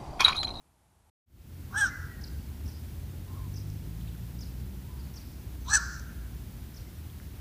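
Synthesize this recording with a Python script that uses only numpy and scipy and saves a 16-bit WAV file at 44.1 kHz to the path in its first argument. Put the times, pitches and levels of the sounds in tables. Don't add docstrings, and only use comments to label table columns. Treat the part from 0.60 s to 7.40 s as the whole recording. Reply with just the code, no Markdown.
import sys
import numpy as np
from scipy import signal
from scipy.fft import rfft, irfft, next_fast_len
from scipy.io import wavfile
from scipy.ndimage import uniform_filter1d

SR = 44100
rng = np.random.default_rng(int(sys.argv[2]) if len(sys.argv) > 2 else 0)


def store_wav(level_fs):
    pcm = np.round(np.clip(np.atleast_2d(level_fs), -1, 1) * 32767)
    wavfile.write(sys.argv[1], SR, pcm.T.astype(np.int16))


def how_loud(loudness_db):
    steps = np.asarray(loudness_db, float) / 20
    return 10 ** steps


N = 300035

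POND_DB, RUMBLE_DB, HISS_DB = -65.5, -43, -54.5
CUT_S, FADE_FROM_S, FADE_TO_S = 0.501, 0.66, 1.07
SETTLE_DB, SETTLE_S = -0.5, 0.46
LIFT_S, LIFT_LOSS_DB = 4.25, 6.5
STRAIN_HZ, STRAIN_RANGE_HZ = 418.8, 30
WHISTLE_SWELL_DB = 4
CHAT_FROM_HZ = 6200
LEAD_S, LEAD_LENGTH_S, LEAD_TO_HZ, LEAD_DB = 0.019, 0.012, 4820, -2.5
FAR_RISE_S, FAR_RISE_HZ, FAR_FADE_DB = 0.1, 110, 9

# freq_hz, level_db_per_hz
POND_SPECTRUM = [(15, -43), (25, -19), (75, 4), (141, -9.5), (534, -21.5), (855, -13.5), (1030, -20.5),
                 (1730, -26.5), (4940, -32.5), (12000, -28.5), (13000, -44)]
# freq_hz, level_db_per_hz
RUMBLE_SPECTRUM = [(15, -39), (25, -44), (47, -5), (70, -1), (109, -8), (237, -17), (315, -20.5),
                   (502, -33), (900, -40), (1170, -111), (1980, -120)]
# freq_hz, level_db_per_hz
HISS_SPECTRUM = [(350, -3.5), (600, -3.5), (1030, -1.5), (1180, -5), (1380, -2.5), (1530, -3.5),
                 (4680, -7.5), (8630, -10.5), (15500, -4.5)]
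# centre_s, spread_s, gain_db
VEHICLE_SWELLS = [
    (1.949, 0.49, 2),
    (2.95, 0.54, 2),
    (4.05, 0.14, 1),
    (5.41, 0.14, 2),
]
# time_s, firing_hz, load_db
ENGINE_RUN = [(1.2, 27.4, 0), (1.8, 34, 1), (2.28, 40.5, -2), (3.14, 51.5, 1), (3.57, 56.97, 0),
              (4.1, 63.3, 0), (4.45, 66, -1), (4.65, 63, -9), (4.9, 62.5, -2), (5.2, 61, 1),
              (5.4, 60.7, -6), (5.6, 59.5, -1), (6.0, 55, -6)]
# best_firing_hz, level_db, loss_db_at_one_octave
ENGINE_ORDERS = [
    (60, -40.5, 80),
    (44, -41, 25),
    (52, -48, 80),
]
# start_s, length_s, pitch_hz, level_db
IDLING_ENGINES = [
    (.8, .85, 85.5, -45),
    (6.25, .5, 82, -46),
]
# time_s, pitch_hz, level_db, beak_opening_0_1, upper_line_push_db
SQUAWK_CURVES = [
    [(1.10, 345, -68, 0, -18), (1.135, 388.3, -43, 0.55, -18), (1.165, 400.6, -26, 0.79, -15),
     (1.18, 433.6, -26, .98, -.5), (1.2, 439, -28, 0.95, -1), (1.215, 411, -22, 0.91, -1),
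     (1.238, 406.2, -18.5, 0.86, -8.5), (1.27, 349, -31, 0.66, 5), (1.3, 323, -56, 0.35, 9)],
    [(5.05, 307, -62, .2, -3), (5.075, 330.5, -47.5, 0, -7), (5.088, 339, -38.5, 0.08, -3),
     (5.10, 407, -34, 0.52, -3), (5.12, 416.7, -27.5, 0.75, -8), (5.14, 434, -17, 0.99, -4.5),
     (5.157, 425.2, -18.5, 1.01, 1), (5.176, 360.7, -27, 0.86, 0), (5.2, 322, -52, 0.06, -13)],
]
# freq_hz, width_hz, level_db, shut_lowering_hz, shut_change_db
WINDPIPES = [
    [(883, 130, -24, 40, -8), (1659, 160, 2.5, 770, 6), (3260, 390, -17, 200, -15),
     (3930, 300, -30.5, 50, 27), (5720, 560, -18.5, 200, 10), (6250, 260, -29, 50, 7),
     (6800, 500, -29, 100, -9), (8270, 640, -14, 100, -45), (11300, 1200, -36, 100, -19)],
    [(880, 130, -27.5, 20, -12), (1662, 280, 3, 650, -3), (2730, 520, -23, 100, -20),
     (4400, 660, -14.5, 670, 14), (5980, 500, -3.5, 50, -4), (7100, 370, -14, 50, -5),
     (7850, 260, -3.5, 50, -20), (8430, 490, -16.5, 50, -14), (9900, 340, -32, 50, -16),
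     (12900, 1700, -40, 50, -12)],
]
MEMBRANES = [
    (.75, .2, .3, .3),
    (.45, .26, 1.01, .15),
]
# null_s, beats_per_s, depth_0_1
MEMBRANE_BEATS = [
    (1.172, 17, 0.02),
    (5.153, 82, 0.95),
]
# highs_db, neck_hz, neck_db
SIDE_SOUND = [
    (-22.5, 1585, -10.5),
    (-10, 1560, -4),
]
# time_s, length_s, gain_db
MEMBRANE_SLAPS = [
    (1.212, .004, 3),
    (5.139, .003, 5),
    (5.148, .002, 7),
    (5.154, .002, 6.5),
    (5.165, .003, 3),
    (5.172, .003, 3),
]
# freq_hz, pole_width_hz, zero_width_hz
GULLET_BRANCH = (2050, 740, 45)
# freq_hz, t60_s, near_trees_end_s
TREE_DECAY = [(1050, 0.63, 3), (1550, 1.21, 4.5), (2300, 0.63, .4), (3600, .6, .25), (4500, 1.9, 0.26),
              (6200, 1.9, 0.25), (8300, .7, .2), (10700, 0.33, 0.1)]
# delay_s, spread_s, gain_db
TREE_RETURNS = [
    (.09, 0.059, 1.5),
    (.2, 0.03, 3),
    (.35, 0.025, 1.5),
    (0.431, .03, -3),
    (.51, 0.026, 4.5),
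]
# start_s, length_s, from_hz, to_hz, final_db
WHISTLE_NOTES = [
    (1.285, .095, 2060, 2010, -52),
    (1.39, .06, 1960, 1950, -56),
    (1.455, .11, 1965, 1900, -55),
    (1.565, .04, 1880, 1850, -56),
    (6.255, .05, 2070, 2095, -62),
    (5.0, .09, 6300, 6100, -67),
]
# start_s, length_s, from_hz, to_hz, level_db
OTHER_CHIPS = [
    (1.61, 0.0122, 6070, 4450, -59),
    (1.636, 0.0117, 6100, 3990, -47),
    (1.66, 0.0058, 5640, 4080, -57),
    (2.11, .08, 4950, 4850, -67.5),
    (3.398, 0.026, 4160, 3000, -67),
    (3.466, 0.032, 4100, 2750, -64),
    (4.389, 0.0286, 4960, 4400, -66),
    (4.436, 0.03, 4700, 4400, -69),
    (4.623, 0.136, 5100, 4967, -74),
]
# start_s, length_s, end_hz, level_db
CHAT_CHIPS = [
    (2.075, 0.025, 4770, -59),
    (2.956, 0.029, 4800, -56),
    (3.805, .033, 4380, -56),
    (4.556, .03, 4350, -56),
    (6.159, .026, 4200, -59),
]
# top_s, fall_s, top_hz, fall_hz, top_db
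FAR_CALLS = [
    (2.76, .14, 1075, 200, -59),
    (4.33, .13, 1000, 320, -65),
]
# start_s, peak_db, pitch_hz, t60_s
TICK_RINGS = [
    (3.102, -41.5, 5460, 0.0022),
    (3.41, -56, 3150, 0.011),
    (3.45, -51, 1800, 0.004),
    (3.475, -53, 2720, 0.013),
    (3.485, -53, 3600, .012),
    (3.55, -50, 1520, 0.0051),
    (5.397, -35, 6140, 0.0018),
    (6.499, -53, 3250, 0.011),
    (6.6, -43, 1620, 0.0034),
]


def rms_one(x):
    return x / np.sqrt(np.mean(x ** 2) + 1e-20)


def span(rows):
    time_s, *columns = np.transpose(rows)
    at = np.arange(round(time_s[0] * SR), min(round(time_s[-1] * SR), N))
    return at, [np.interp(at / SR, time_s, column) for column in columns]


def at_hz(points, hz):
    points = np.array(points)
    return np.interp(np.log(hz + 1), np.log(points[:, 0]), points[:, 1])


def wander(size, rate_hz):
    r = np.exp(-2 * np.pi * rate_hz / SR)
    settle = 9000
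    drift = signal.lfilter([1], [1, -2 * r, r * r], rng.standard_normal(size + settle))
    return rms_one(drift[settle:])


def coloured(spectrum):
    size = next_fast_len(N)
    hz = np.arange(size // 2 + 1) * SR / size
    bins = rfft(rng.standard_normal(size)) * how_loud(at_hz(spectrum, hz))
    return rms_one(irfft(bins, size)[:N])


def tone(at, hz, level_db, edge_s):
    out = np.zeros(N)
    to_end_s = np.minimum(at - at[0], at[-1] - at) / SR
    edges = np.clip(to_end_s / edge_s, 0, 1)
    out[at] = np.sqrt(2) * how_loud(level_db) * edges * np.sin(np.cumsum(2 * np.pi * hz / SR))
    return out


def bumps_db(t, rows):
    return sum(db * np.exp(-((t - centre_s) / spread_s) ** 2) for centre_s, spread_s, db in rows)


def pond():
    t = np.arange(N) / SR
    return how_loud(POND_DB) * coloured(POND_SPECTRUM) * np.clip((CUT_S - t) / 0.004, 0, 1)


def traffic_rumble():
    level_db = RUMBLE_DB + bumps_db(np.arange(N) / SR, VEHICLE_SWELLS) + 1.0 * wander(N, 18.5)
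    return how_loud(level_db) * coloured(RUMBLE_SPECTRUM)


def recorder_hiss():
    after_s = np.clip(np.arange(N) / SR - FADE_TO_S, 0, None)
    level_db = HISS_DB + SETTLE_DB * np.exp(-after_s / SETTLE_S) + 0.38 * wander(N, 20.0)
    return how_loud(level_db) * coloured(HISS_SPECTRUM)


def engines():
    at, (firing_hz, load_db) = span(ENGINE_RUN)
    coasting = np.clip((at / SR - LIFT_S) / 0.2, 0, 1)
    out = 0
    for k, (best_hz, db, loss_db) in enumerate(ENGINE_ORDERS):
        level_db = db + load_db - loss_db * np.log2(firing_hz / best_hz) ** 2
        level_db = level_db - LIFT_LOSS_DB * k * coasting + 1.2 * wander(len(at), 1.5)
        out = out + tone(at, (k + 1) * firing_hz, level_db, edge_s=0.3)
    for start_s, length_s, idle_hz, db in IDLING_ENGINES:
        at, (hz,) = span([(start_s, idle_hz), (start_s + length_s, idle_hz)])
        hz = hz * (1 + 0.02 * wander(len(at), 2.5))
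        level_db = db + 2.0 * wander(len(at), 3.0)
        out = out + tone(at, hz, level_db, edge_s=0.14)
        out = out + tone(at, 1.5 * hz, level_db - 9, edge_s=0.176)
    return out


def windpipe_gain(hz, throat, shut):
    gain = 0
    for top_hz, width_hz, db, lower_hz, shut_db in throat:
        off = 2 * (hz - top_hz + lower_hz * shut) / width_hz
        gain = gain + how_loud(db + shut_db * shut) / (1 + off ** 2) ** 1.03
    return gain


def gullet(x):
    hz, pole_hz, zero_hz = GULLET_BRANCH
    radii = np.exp(-np.pi * np.array([zero_hz, pole_hz]) / SR)
    b, a = ([1, -2 * r * np.cos(2 * np.pi * hz / SR), r * r] for r in radii)
    return signal.lfilter(b, a, x + 1e-18)


def squawk(rows, throat, voice, beat, sideways):
    at, (pitch_hz, level_db, beak, bright_db) = span(rows)
    rough_shut, rough_open, odd_shut, odd_open = voice
    null_s, beats_per_s, depth = beat
    sideways_db, neck_hz, neck_db = sideways
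    shut = 1 - beak
    rough = rough_shut + (rough_open - rough_shut) * beak
    strain = np.clip((pitch_hz - STRAIN_HZ) / STRAIN_RANGE_HZ, 0, 1)
    odd = np.clip(odd_shut + (odd_open - odd_shut) * beak + strain, 0, 1)
    pitch_hz = pitch_hz * (1 + 0.025 * rough * wander(len(at), 90.0))
    phase = np.cumsum(2 * np.pi * pitch_hz / SR)
    beating = 1 - depth + depth * np.sqrt(2) * np.sin(np.pi * beats_per_s * (at / SR - null_s))
    bright = how_loud(bright_db + bumps_db(at / SR, MEMBRANE_SLAPS))
    side_bright = how_loud(bright_db + sideways_db)
    front, side = 0, 0
    for k in np.arange(3, 68) / 2:
        hz = k * pitch_hz
        pipe = windpipe_gain(hz, throat, shut)
        turn = phase * k + rng.uniform(0, 2 * np.pi)
        share = 0 if k % 1 else odd if k % 2 else 1
        line = np.sin(turn) * share
        ragged = wander(len(at), 230.0) * np.sin(turn) + wander(len(at), 165.0) * np.cos(turn)
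        breath = rough * (0.1 + 0.06 * k) * ragged
        if k > 5:
            front = front + pipe * bright * (0.72 * line + breath)
            low_cut = 1 + (4100 / hz) ** 8
            high_cut = (1 + (hz / 8900) ** 12) * (1 + (hz / 7000) ** 3)
            side = side + pipe ** 0.35 * side_bright * ragged / low_cut / high_cut
        else:
            front = front + pipe * (beating * line + breath)
            neck = how_loud(neck_db) * ragged / (1 + (2 * (hz - neck_hz) / 400) ** 4)
            side = side + 0.6 * pipe * beating * line + neck
    loudness = np.sqrt(uniform_filter1d(front ** 2, 1100))
    out = np.zeros((2, N))
    out[:, at] = how_loud(level_db) * np.array([front, side]) / loudness
    return gullet(out)


def woods(x):
    t = np.arange(SR) / SR
    edges_hz = 400 * 2 ** (np.arange(16) / 3)
    decay = np.array(TREE_DECAY)
    echo = 0
    for low_hz, high_hz in zip(edges_hz, edges_hz[1:]):
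        sos = signal.butter(2, [low_hz, high_hz], "band", fs=SR, output="sos")
        band = signal.sosfilt(sos, rng.standard_normal(SR))
        centre_hz = np.sqrt(low_hz * high_hz)
        t60_s = at_hz(decay[:, [0, 1]], centre_hz)
        end_s = at_hz(decay[:, [0, 2]], centre_hz)
        echo = echo + band * how_loud(-60 * t / t60_s - 6 * (t / end_s) ** 4)
    echo = echo * how_loud(bumps_db(t, TREE_RETURNS)) * np.clip(t / 0.006, 0, 1) / np.sqrt(SR)
    return signal.fftconvolve(x, echo)[:N]


def whistles():
    out = 0
    for start_s, length_s, from_hz, to_hz, db in WHISTLE_NOTES:
        at, (hz, level_db) = span([(start_s, from_hz, db - WHISTLE_SWELL_DB), (start_s + length_s, to_hz, db)])
        out = out + tone(at, hz, level_db + 3.5 * wander(len(at), 30.0), edge_s=0.012)
    return out


def bush(x, t60_s):
    t = np.arange(SR // 4) / SR
    hits = rng.random(len(t)) < 0.007
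    leaves = rng.standard_normal(len(t)) * hits * how_loud(-60 * t / t60_s)
    return signal.fftconvolve(x, leaves / np.sqrt(np.sum(leaves ** 2)))[:N]


def chips():
    strokes = list(OTHER_CHIPS)
    for start_s, length_s, to_hz, db in CHAT_CHIPS:
        strokes.append((start_s, length_s, CHAT_FROM_HZ, to_hz, db))
        strokes.append((start_s - LEAD_S, LEAD_LENGTH_S, CHAT_FROM_HZ, LEAD_TO_HZ, db + LEAD_DB))
    out = 0
    for start_s, length_s, from_hz, to_hz, db in strokes:
        at, (hz,) = span([(start_s, from_hz), (start_s + length_s, to_hz)])
        out = out + tone(at, hz * (1 + 0.065 * wander(len(at), 400.0)), db, edge_s=0.003)
    return out + how_loud(2) * bush(out, t60_s=0.2)


def far_heron():
    out = 0
    for top_s, fall_s, top_hz, fall_hz, top_db in FAR_CALLS:
        at, (away,) = span([(top_s - FAR_RISE_S, -1), (top_s, 0), (top_s + fall_s, 1)])
        hz = top_hz - np.where(away < 0, FAR_RISE_HZ, fall_hz) * abs(away) ** 2.49
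        db = top_db - FAR_FADE_DB * away ** 2
        line_hz = hz * (1 + 0.017 * wander(len(at), 40.0))
        out = out + tone(at, line_hz, db + 2.0 * wander(len(at), 50.0), edge_s=0.011)
        breath_hz = hz * (1 + 0.12 * wander(len(at), 150.0))
        out = out + tone(at, breath_hz, db - 2.5, edge_s=0.015)
    return out


def ticks():
    size = 2000
    out, t = np.zeros(N + size), np.arange(size) / SR
    for start_s, db, hz, t60_s in TICK_RINGS:
        ring = how_loud(db - 60 * t / t60_s) * (1 - np.exp(-8.0 * t / t60_s)) * np.sin(2 * np.pi * hz * t)
        first = round(start_s * SR)
        out[first:first + size] += 4 * ring
    return out[:N]


def scene():
    t = np.arange(N) / SR
    fade = np.clip((t - FADE_FROM_S) / (FADE_TO_S - FADE_FROM_S), 0, 1)
    background = fade * (traffic_rumble() + recorder_hiss() + engines())
    calls = zip(SQUAWK_CURVES, WINDPIPES, MEMBRANES, MEMBRANE_BEATS, SIDE_SOUND)
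    (front_1, side_1), (front_2, side_2) = [squawk(*call) for call in calls]
    far = whistles() + chips() + far_heron()
    ticking = ticks()
    echoes = woods(how_loud(-1) * side_1 + how_loud(-3.0) * side_2 + how_loud(-1) * far + how_loud(4) * ticking)
    return (pond() + background + front_1 + front_2 + far + ticking + echoes)[None]


def band_limit(x):
    return signal.sosfilt(signal.butter(12, 15670, fs=SR, output="sos"), x)


def record(dry):
    bins = rfft(dry)
    bins[:, round(15520 * N / SR):] = 0
    mix = irfft(bins, N)
    return band_limit(mix)


dry = scene()
out = record(dry)
store_wav(out)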